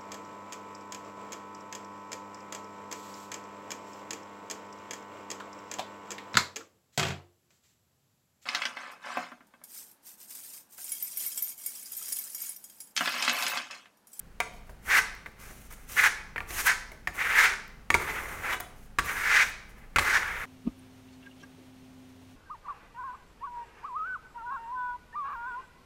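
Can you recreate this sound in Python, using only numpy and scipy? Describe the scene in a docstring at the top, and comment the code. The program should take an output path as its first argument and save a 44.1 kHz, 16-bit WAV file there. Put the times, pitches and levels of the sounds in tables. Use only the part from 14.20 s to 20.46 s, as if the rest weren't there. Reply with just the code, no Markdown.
"""A small, quiet workroom: a steel trowel spreads a thin coat of paint over a board on an easel.
The blade lands with a clack, hisses over wet paint and drags dully on the board. Where its edge
bites into the coat it sticks and slips in a gritty rasp. Tacky paint snaps off it in tiny ticks,
and once it slips off the board and rings. Strokes leave a short room tail over a low rumble."""
import sys
import numpy as np
from scipy import signal
from scipy.fft import rfft, irfft
from scipy.io import wavfile

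SR = 44100
rng = np.random.default_rng(int(sys.argv[2]) if len(sys.argv) > 2 else 0)


def inscribe(sig):
    """Save sig as 16-bit PCM at rate SR to the path in sys.argv[1].

    A 1-D sig is mono; a 2-D sig holds one channel per row.
    Samples are clipped to [-1, 1] before scaling.
    """
    pcm = np.round(np.clip(np.atleast_2d(sig).T, -1, 1) * 32767)
    wavfile.write(sys.argv[1], SR, pcm.astype(np.int16))


N = 275889

# tone of the heavy board rocking on its easel: (frequency [Hz], level [dB])
ROCKING_TONE = [(20, -10), (45, 1), (100, -9), (200, -16.5), (400, -14), (650, -14), (2000, -35.5)]
# resonances of the board on its easel: (frequency [Hz], width [Hz], boost [dB])
ROCKING_MODES = [(48.5, 8.3, 3.5), (79, 16, 6), (142.9, 34, 4), (356, 33, 3.5)]


def from_db(db):
    """Decibels to gain."""
    return 10 ** (np.asarray(db) / 20)


def rms_one(x):
    """Scale to rms 1."""
    return x / np.sqrt(np.mean(x ** 2) + 1e-20)


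def at_hz(points, hz):
    """Read a curve on a log-frequency axis."""
    points = np.array(points)
    return np.interp(np.log(np.maximum(hz, 1)), np.log(points[:, 0]), points[:, 1])


def drift(rate_hz):
    """Random modulator, gliding to a new value rate_hz times a second."""
    knots = rng.standard_normal(N // 10)
    return np.interp(np.arange(N) / SR * rate_hz, np.arange(len(knots)), knots)


def colour(x, tone, peaks=(), size=4096):
    """Minimum-phase EQ of unit power gain: a tone curve plus resonant peaks."""
    hz = np.fft.rfftfreq(size, 1 / SR)
    peaks_db = sum(db / (1 + (2 * (hz - f) / width) ** 2) for f, width, db in peaks)
    cepstrum = irfft(np.log(from_db(at_hz(tone, hz) + peaks_db)))
    cepstrum[size // 2:] = 0
    response = irfft(np.exp(2 * rfft(cepstrum) - cepstrum[0]))
    return signal.fftconvolve(x, response / np.linalg.norm(response))[:len(x)]


def add(track, sound, at_s):
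    """Mix a sound in at a time."""
    start = int(at_s * SR)
    track[start:start + len(sound)] += sound[:N - start]


def room_tone(air_db=-51, hum_db=-56.5, mains_hz=50):
    """A steady bed of low rumble, faint hiss and mains hum."""
    # rumble and hiss of the room: (frequency [Hz], level [dB])
    air_tone = [(12, -22), (20, 7), (60, -11.5), (210, -10), (328, -22.5), (422, -21), (542, -20.5),
                (607, -25.5), (849, -22), (949, -28.5), (1370, -25), (3250, -34.5), (3530, -38.5),
                (3840, -37), (16000, -44.5)]
    air = colour(rng.standard_normal(N + SR), air_tone)[SR:]
    hum = np.sqrt(2) * np.sin(2 * np.pi * mains_hz * np.arange(N) / SR)
    return from_db(air_db) * air + from_db(hum_db) * hum


def ringing(modes, count, favoured_db=0, scatter_db=3.5):
    """Struck modes die away, each blow sharing its force among them a little differently."""
    hz, mode_db, t60 = np.transpose(modes)
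    t = np.arange(count) / SR
    gains = from_db(mode_db + favoured_db + rng.normal(0, scatter_db, len(hz)))
    gains *= rng.choice([-1, 1], len(hz))
    decays = np.exp(-np.log(1000) * np.outer(1 / t60, t))
    return gains @ (np.sin(2 * np.pi * np.outer(hz, t)) * decays)


def landings(clack_trim_db=-8.5, crack_trim_db=-3.0, crack_s=0.0046, thump_s=0.024):
    """Steel meets board, and once the stand knocks: a bright crack, a dense clack, a few ringing modes and a
    low thump."""
    # blade hits, and at 3.748 s a knock of the stand: (time [s], force [dB], clack focus [Hz], clack decay [s],
    # crack before trim [dB],
    hits = [(0.2022, -19.5, 2420, 0.012, -27.5, 600, -23.5), (0.494, -43, 1570, 0.0051, -75, 930, -49.5),
            (1.06, -29.5, 1920, 0.0046, -60, 1030, -47.5), (1.307, -59, 1100, .005, -70, 447, -55),
            (2.16, -23, 2090, 0.0048, -66, 880, -42), (2.18, -20, 1840, .0032, -46, 456, -36),
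            (2.205, -32, 1650, 0.0021, -61, 960, -33), (2.306, -32.5, 2290, 0.0052, -39, 719, -43),
            (2.717, -37, 2050, 0.0077, -53, 441, -74), (2.873, -16, 1710, 0.0069, -34.5, 744, -31),
            (3.703, -9.5, 1930, 0.0024, -26, 920, -22), (3.742, -6.5, 2210, 0.0021, -23.5, 400, -30.5),
            (3.748, -21, 1530, 0.0076, -29, 390, -20), (4.403, -27.5, 1370, 0.0015, -53, 746, -35),
            (4.786, -13, 1390, 0.0058, -23.5, 1050, -21), (4.792, -16.5, 1600, 0.0037, -27, 1090, -29),
            (5.76, -9, 1330, .01, -24, 915, -31), (5.785, -15, 1610, 0.0039, -21.5, 1100, -19),
            (5.792, -13.5, 1600, 0.0054, -23, 980, -39)]
    # the board's crowd of quickly damped modes: (frequency [Hz], level [dB])
    clack_tone = [(150, -38.5), (330, -5), (580, -6.5), (750, -29.5), (1100, -5.5), (1600, 7), (2200, 8.5),
                  (2700, -1), (3500, -11.5), (6000, -34)]
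    # the board's ringing modes: (frequency [Hz], level [dB], t60 [s])
    board_modes = [(415, -11.5, 0.044), (723, -6, 0.094), (948, 2, 0.043), (1140, -3.5, 0.083),
                   (1180, 6.5, 0.029), (1396, -4, 0.12), (1587, -12.5, 0.075), (2046, -9, 0.14),
                   (2320, 15, 0.0074), (2430, 6.5, 0.01), (3250, -18, 0.046)]
    # steel on a hard coat: (frequency [Hz], level [dB])
    crack_tone = [(500, -46.5), (2000, 14), (3500, 9), (5000, 3.5), (7000, 3), (10000, -2), (15000, -11)]
    firm_force_db, firm_thump_db, hand_weight_db = -10.5, -33.0, -44.5
    out, t = np.zeros(N), np.arange(SR // 2) / SR
    mode_hz = np.transpose(board_modes)[0]
    for at_s, force_db, clack_hz, clack_s, crack_db, ring_hz, ring_db in hits:
        decays = np.exp(-t / np.array([[clack_s], [crack_s], [thump_s]]))
        clack_burst, crack_burst, thump_burst = rng.choice([-1, 1], decays.shape) * decays
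        # where the blow falls decides which resonances speak
        clack = colour(clack_burst, clack_tone, peaks=[(clack_hz, 350, 10.0)])
        focus_db = 10.5 * np.exp(-(np.log2(mode_hz / ring_hz) / 0.29) ** 2)
        ring = ringing(board_modes, len(t), favoured_db=focus_db)
        crack = colour(crack_burst, crack_tone)
        layers = (clack, force_db + clack_trim_db), (ring, ring_db), (crack, crack_db + crack_trim_db)
        for layer, db in layers:
            add(out, layer / np.std(layer[:SR // 200]) * from_db(db), at_s)  # level of the first 5 ms
        # even the lightest touch thumps with the weight of the hand
        thump_db = max(firm_thump_db + 1.05 * (force_db - firm_force_db), hand_weight_db)
        add(out, colour(thump_burst, ROCKING_TONE, ROCKING_MODES) * from_db(thump_db), at_s)
    return out


def reflections(build_s=0.0014):
    """Diffuse echoes of one spot in the room build up and die away, sooner in the treble."""
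    # room decay: (frequency [Hz], t60 [s])
    decay_times = [(200, 1), (1600, 0.58), (6000, 0.61), (9000, 0.32), (15000, 0.34)]
    # colour of the echoes: (frequency [Hz], level [dB])
    echo_tone = [(300, 3.0), (1800, -4.0), (3500, -2.5), (7000, 7.5), (14000, -4.5)]
    t, edges = np.arange(SR) / SR, np.geomspace(80, 18000, 11)
    white, tail = rng.standard_normal((2, SR)), 0
    for k, (low, high) in enumerate(zip(edges, edges[1:])):
        band = signal.sosfilt(signal.butter(2, [low, high], "band", fs=SR, output="sos"), white[k % 2])
        hz = np.sqrt(low * high)
        decay = np.exp(-np.log(1000) * t / at_hz(decay_times, hz))
        tail += from_db(at_hz(echo_tone, hz)) * band * decay
    tail *= 1 - np.exp(-(t / build_s) ** 2)
    return tail / np.linalg.norm(tail)


def room_tail(x, wet_db=-8.0, travel_hz=1.7):
    """Two echo patterns crossfade as the trowel travels over the board."""
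    place = 2 * np.pi * travel_hz * np.arange(N) / SR
    sends = x * np.cos(place), x * np.sin(place)
    return from_db(wet_db) * sum(signal.fftconvolve(send, reflections())[:N] for send in sends)


def paint_ticks(trim_db=-3.5, decay_s=0.0013):
    """Tacky paint snaps off the blade's edge in tiny bright ticks, and the first landing carries a bright tick
    of its own."""
    # snaps of paint, and at 0.203 s the first landing's bright tick: (time [s], level before trim [dB])
    snaps = [(0.203, -26), (0.9504, -43), (1.1174, -53), (1.5254, -33), (2.719, -39.5), (3.479, -44),
             (4.4007, -25), (4.4054, -19.5)]
    out, t = np.zeros(N), np.arange(SR // 20) / SR
    for at_s, db in snaps:
        add(out, rng.standard_normal(len(t)) * np.exp(-t / decay_s) * from_db(db + trim_db), at_s)
    return colour(out, tone=[(2000, -18.0), (6000, -2.5), (11000, 4), (16000, 6)])


def push(start, length, swell_db, attack_s, release_s):
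    """Envelope of one push of the hand: it builds, swells or sags evenly, then lets go."""
    t = np.arange(N) / SR - start
    flanks = np.minimum(t, 0) / attack_s - np.maximum(t - length, 0) / release_s
    return from_db(swell_db * (np.clip(t / length, 0, 1) - .5)) * np.exp(np.maximum(flanks, -20))


def strokes(tremor_db=.8, tremor_hz=35):
    """Glides and bites sum to level curves for rasp, drag, hiss and grit, and the rasp's pitch."""
    # the flat blade slides on wet paint: (start [s], length [s], hiss [dB], drag [dB], swell [dB])
    glides = [(0.335, 0.048, -67, -80, -6), (0.472, 0.011, -69, -66, -3), (0.635, 0.054, -52, -63, 18),
              (0.682, 0.1, -40.5, -37, 16), (1.202, .27, -57, -62.5, -5), (1.511, 0.027, -52.5, -53, 2),
              (1.56, 0.094, -64, -63, 3), (1.697, 0.17, -40, -47.5, 9), (2.291, 0.12, -40, -43, 12.5),
              (2.413, 0.047, -41, -47, 2), (2.468, .016, -29.5, -33, -11), (2.951, 0.19, -46.5, -44, 4),
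              (3.159, 0.087, -36.5, -53, 0), (3.802, 0.44, -50, -40, -6), (4.234, 0.11, -48, -34, 9),
              (4.563, 0.1, -65, -70, 0), (4.85, 0.45, -47, -50, -6.5), (5.497, 0.0096, -62, -56, -1),
              (5.583, 0.018, -66.5, -75, 0), (5.81, 0.19, -46.5, -37.5, -8), (5.996, 0.24, -54, -49, 2)]
    # the tilted edge bites: (start [s], length [s], rasp [dB], swell [dB], attack [s], pitch [Hz],
    # grit relative to rasp [dB])
    bites = [(0.708, 0.081, -21, 4.5, 0.013, 1890, -15), (1.202, 0.11, -61.5, -1, 0.014, 2430, -2),
             (1.77, 0.03, -24, 9, 0.0043, 2060, -17), (1.841, 0.029, -20, 0.5, 0.023, 1670, -15.5),
             (2.378, 0.029, -35.5, 6.5, 0.014, 2160, -7), (2.472, 0.045, -21.5, -5.5, 0.0087, 1880, -12.5),
             (2.998, 0.029, -28, 2, 0.011, 2110, -22), (3.047, 0.13, -26.5, 7, 0.01, 2000, -38),
             (3.185, 0.076, -19.5, -0.5, .026, 1900, -16), (3.265, 0.074, -31, -7, .01, 1900, -13.5),
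             (3.878, 0.026, -37, 8, 0.014, 2200, -18), (3.951, 0.039, -36.5, 2, 0.014, 2150, -22),
             (4.249, 0.081, -36, 15, 0.012, 2000, -17), (4.883, 0.033, -32.5, 1, 0.014, 1840, -22),
             (4.958, 0.16, -32, 10.5, .018, 1870, -17), (5.12, 0.11, -19.5, 2, 0.031, 2130, -16),
             (5.567, 0.085, -67.5, 4, .015, 2100, -22), (5.862, 0.11, -25, 4.5, 0.022, 1650, -14),
             (5.997, 0.24, -36.5, -3.5, 0.016, 1730, -37)]
    rasp = drag = hiss = grit = weighted_pitch = 0
    for start, length, hiss_db, drag_db, swell_db in glides:
        envelope = push(start, length, swell_db, attack_s=0.011, release_s=0.012)
        hiss += (envelope * from_db(hiss_db)) ** 2
        drag += (envelope * from_db(drag_db)) ** 2
    for start, length, rasp_db, swell_db, attack_s, pitch_hz, grit_db in bites:
        power = (push(start, length, swell_db, attack_s, release_s=0.0098) * from_db(rasp_db)) ** 2
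        rasp += power
        weighted_pitch += power * pitch_hz
        grit += power * from_db(grit_db) ** 2
    # a biting edge also drags on the board, following part of the rasp's swing
    full_bite_db, full_drag_db, follow = -20, -32, 0.57
    drag += from_db(full_drag_db) ** 2 * (rasp / from_db(full_bite_db) ** 2) ** follow
    rasp_db, drag_db, hiss_db, grit_db = 10 * np.log10([rasp, drag, hiss, grit])
    pressure_db = tremor_db * drift(tremor_hz)
    return rasp_db + pressure_db, drag_db + pressure_db, hiss_db, grit_db, weighted_pitch / rasp


def catches(per_s, spread_db):
    """The edge catches on specks at random moments, each with its own strength; rms 1."""
    sizes = from_db(spread_db * np.clip(rng.standard_normal(N), -2, 2)) * rng.choice([-1, 1], N)
    return rms_one(sizes * (rng.random(N) < per_s / SR))


def slips(per_s, jitter, decay_s):
    """Stick and slip: the blade lets go at uneven intervals and each slip dies quickly; rms 1."""
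    cycles = np.cumsum(per_s * np.exp(jitter * drift(300))) / SR
    releases = np.diff(np.floor(cycles), prepend=0) * from_db(0.5 * rng.standard_normal(N))
    return rms_one(signal.lfilter([1], [1, -np.exp(-1 / (decay_s * SR))], releases))


def moving_peak(x, centre_hz, boost_db, width_hz):
    """A broad resonance that follows a moving pitch; rms 1."""
    hz, t, frames = signal.stft(x, SR, nperseg=512)
    centre = np.interp(t, np.arange(N) / SR, centre_hz)
    gain = from_db(boost_db * np.exp(-((hz[:, None] - centre) / width_hz) ** 2))
    return rms_one(signal.istft(frames * gain, SR)[1][:N])


def scraping(rasp_db, drag_db, hiss_db, grit_db, pitch_hz, slip_from_db=-18.0, grip=3.4, coat_db=1.3):
    """Four layers of friction, each a stream of tiny catches, flutter over the uneven coat."""
    # the edge biting into the coat: (frequency [Hz], level [dB])
    rasp_tone = [(180, -104), (300, -41), (379, -35.5), (656, -24), (915, -9), (1120, -10), (1510, -0.5),
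                 (1870, -2), (2360, -6), (3190, -14), (4750, -25), (6100, -26.5), (7570, -30), (14000, -46),
                 (16000, -50)]
    # the blade dragging on the board: (frequency [Hz], level [dB])
    drag_tone = [(88, -20), (150, -23.5), (174, -21.5), (235, -15), (362, -9), (400, 0), (649, -4.5),
                 (846, 3.5), (983, 2), (1180, 7), (2110, 5), (3150, -11), (8000, -46), (10400, -96),
                 (17600, -120)]
    # steel sliding on wet paint: (frequency [Hz], level [dB])
    hiss_tone = [(1470, -74), (2500, 5), (3230, -1.5), (4950, -5.5), (6060, 2.5), (7650, -1), (9730, 1),
                 (11100, 0.5), (14700, 1), (16000, -6.5)]
    # grit ground under the edge: (frequency [Hz], level [dB])
    grit_tone = [(2000, -31), (3800, -0.5), (6000, 2), (8000, -5.5), (11000, -11.5), (16000, -16)]
    # flexing modes of the hand-held blade: (frequency [Hz], width [Hz], boost [dB])
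    blade_modes = [(1725, 66, 2), (1793, 40, -1.5), (2053, 47, 6.5), (2260, 92, 2.5), (3620, 300, 3.5),
                   (6600, 520, 3.5)]
    # a lightly held blade glides; once the edge bites, it sticks and slips
    sticking = .75 / (1 + np.exp((slip_from_db - rasp_db) / 4))
    judder = 1 - sticking + sticking * slips(per_s=270, jitter=.35, decay_s=.0018)
    rasp = colour(catches(per_s=16000, spread_db=-1.0) * judder, rasp_tone, blade_modes)
    rasp = moving_peak(rasp, pitch_hz, boost_db=6.5, width_hz=780)
    # the edge can hold only so much force, so the strongest slips are about equal
    rasp = rms_one(np.tanh(rasp / grip))
    drag = colour(catches(per_s=4000, spread_db=0.5) * judder, drag_tone, blade_modes)
    hiss = colour(catches(per_s=19000, spread_db=6.0) * np.sqrt(judder), hiss_tone)
    grit = colour(catches(per_s=9000, spread_db=2.0) * np.sqrt(judder), grit_tone)
    flutter = from_db(coat_db * np.clip(drift(100), -1.5, 1.5))
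    return flutter * (rasp * from_db(rasp_db) + drag * from_db(drag_db)
                      + hiss * from_db(hiss_db) + grit * from_db(grit_db))


def easel_rumble(rasp_db, drag_db, trim_db=-4.0, max_push_db=-43.0):
    """Board and easel rumble under a flat blade, less when it rides on its edge."""
    push_db = np.minimum(drag_db, max_push_db) - np.maximum(rasp_db - drag_db, 0)
    return colour(rng.standard_normal(N) * from_db(push_db + trim_db), ROCKING_TONE, ROCKING_MODES)


def blade_flick(attack_s=0.001):
    """The blade slips off the board's edge and rings freely for a moment."""
    # slipping off the edge: (time [s], level [dB])
    flicks = [(4.328, -40.5)]
    # the free blade's modes: (frequency [Hz], level [dB], t60 [s])
    free_modes = [(1007, -4, .2), (1260, 0, .2), (1545, -2, .25), (2196, -6, .35), (2939, -1, .15),
                  (2995, -3, .12), (3080, -5, .09), (3246, -3, .08), (3429, 0, .2), (3460, -5, .12),
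                  (3817, -7, .11)]
    out, t = np.zeros(N), np.arange(SR // 2) / SR
    for at_s, db in flicks:
        add(out, ringing(free_modes, len(t)) * (1 - np.exp(-t / attack_s)) * from_db(db), at_s)
    return out


def scene():
    """The trowel on the board, with room tail and room tone, in mono."""
    rasp_db, drag_db, hiss_db, grit_db, pitch_hz = strokes()
    scrape = scraping(rasp_db, drag_db, hiss_db, grit_db, pitch_hz)
    trowel = scrape + landings() + blade_flick() + paint_ticks() + easel_rumble(rasp_db, drag_db)
    return (trowel + room_tail(trowel) + room_tone())[None]


def record(dry):
    """A steep low-pass takes off the very top."""
    cutoff_hz = 15900
    return signal.sosfilt(signal.ellip(10, .1, 80, cutoff_hz, fs=SR, output="sos"), dry)


dry = scene()
out = record(dry)
inscribe(out)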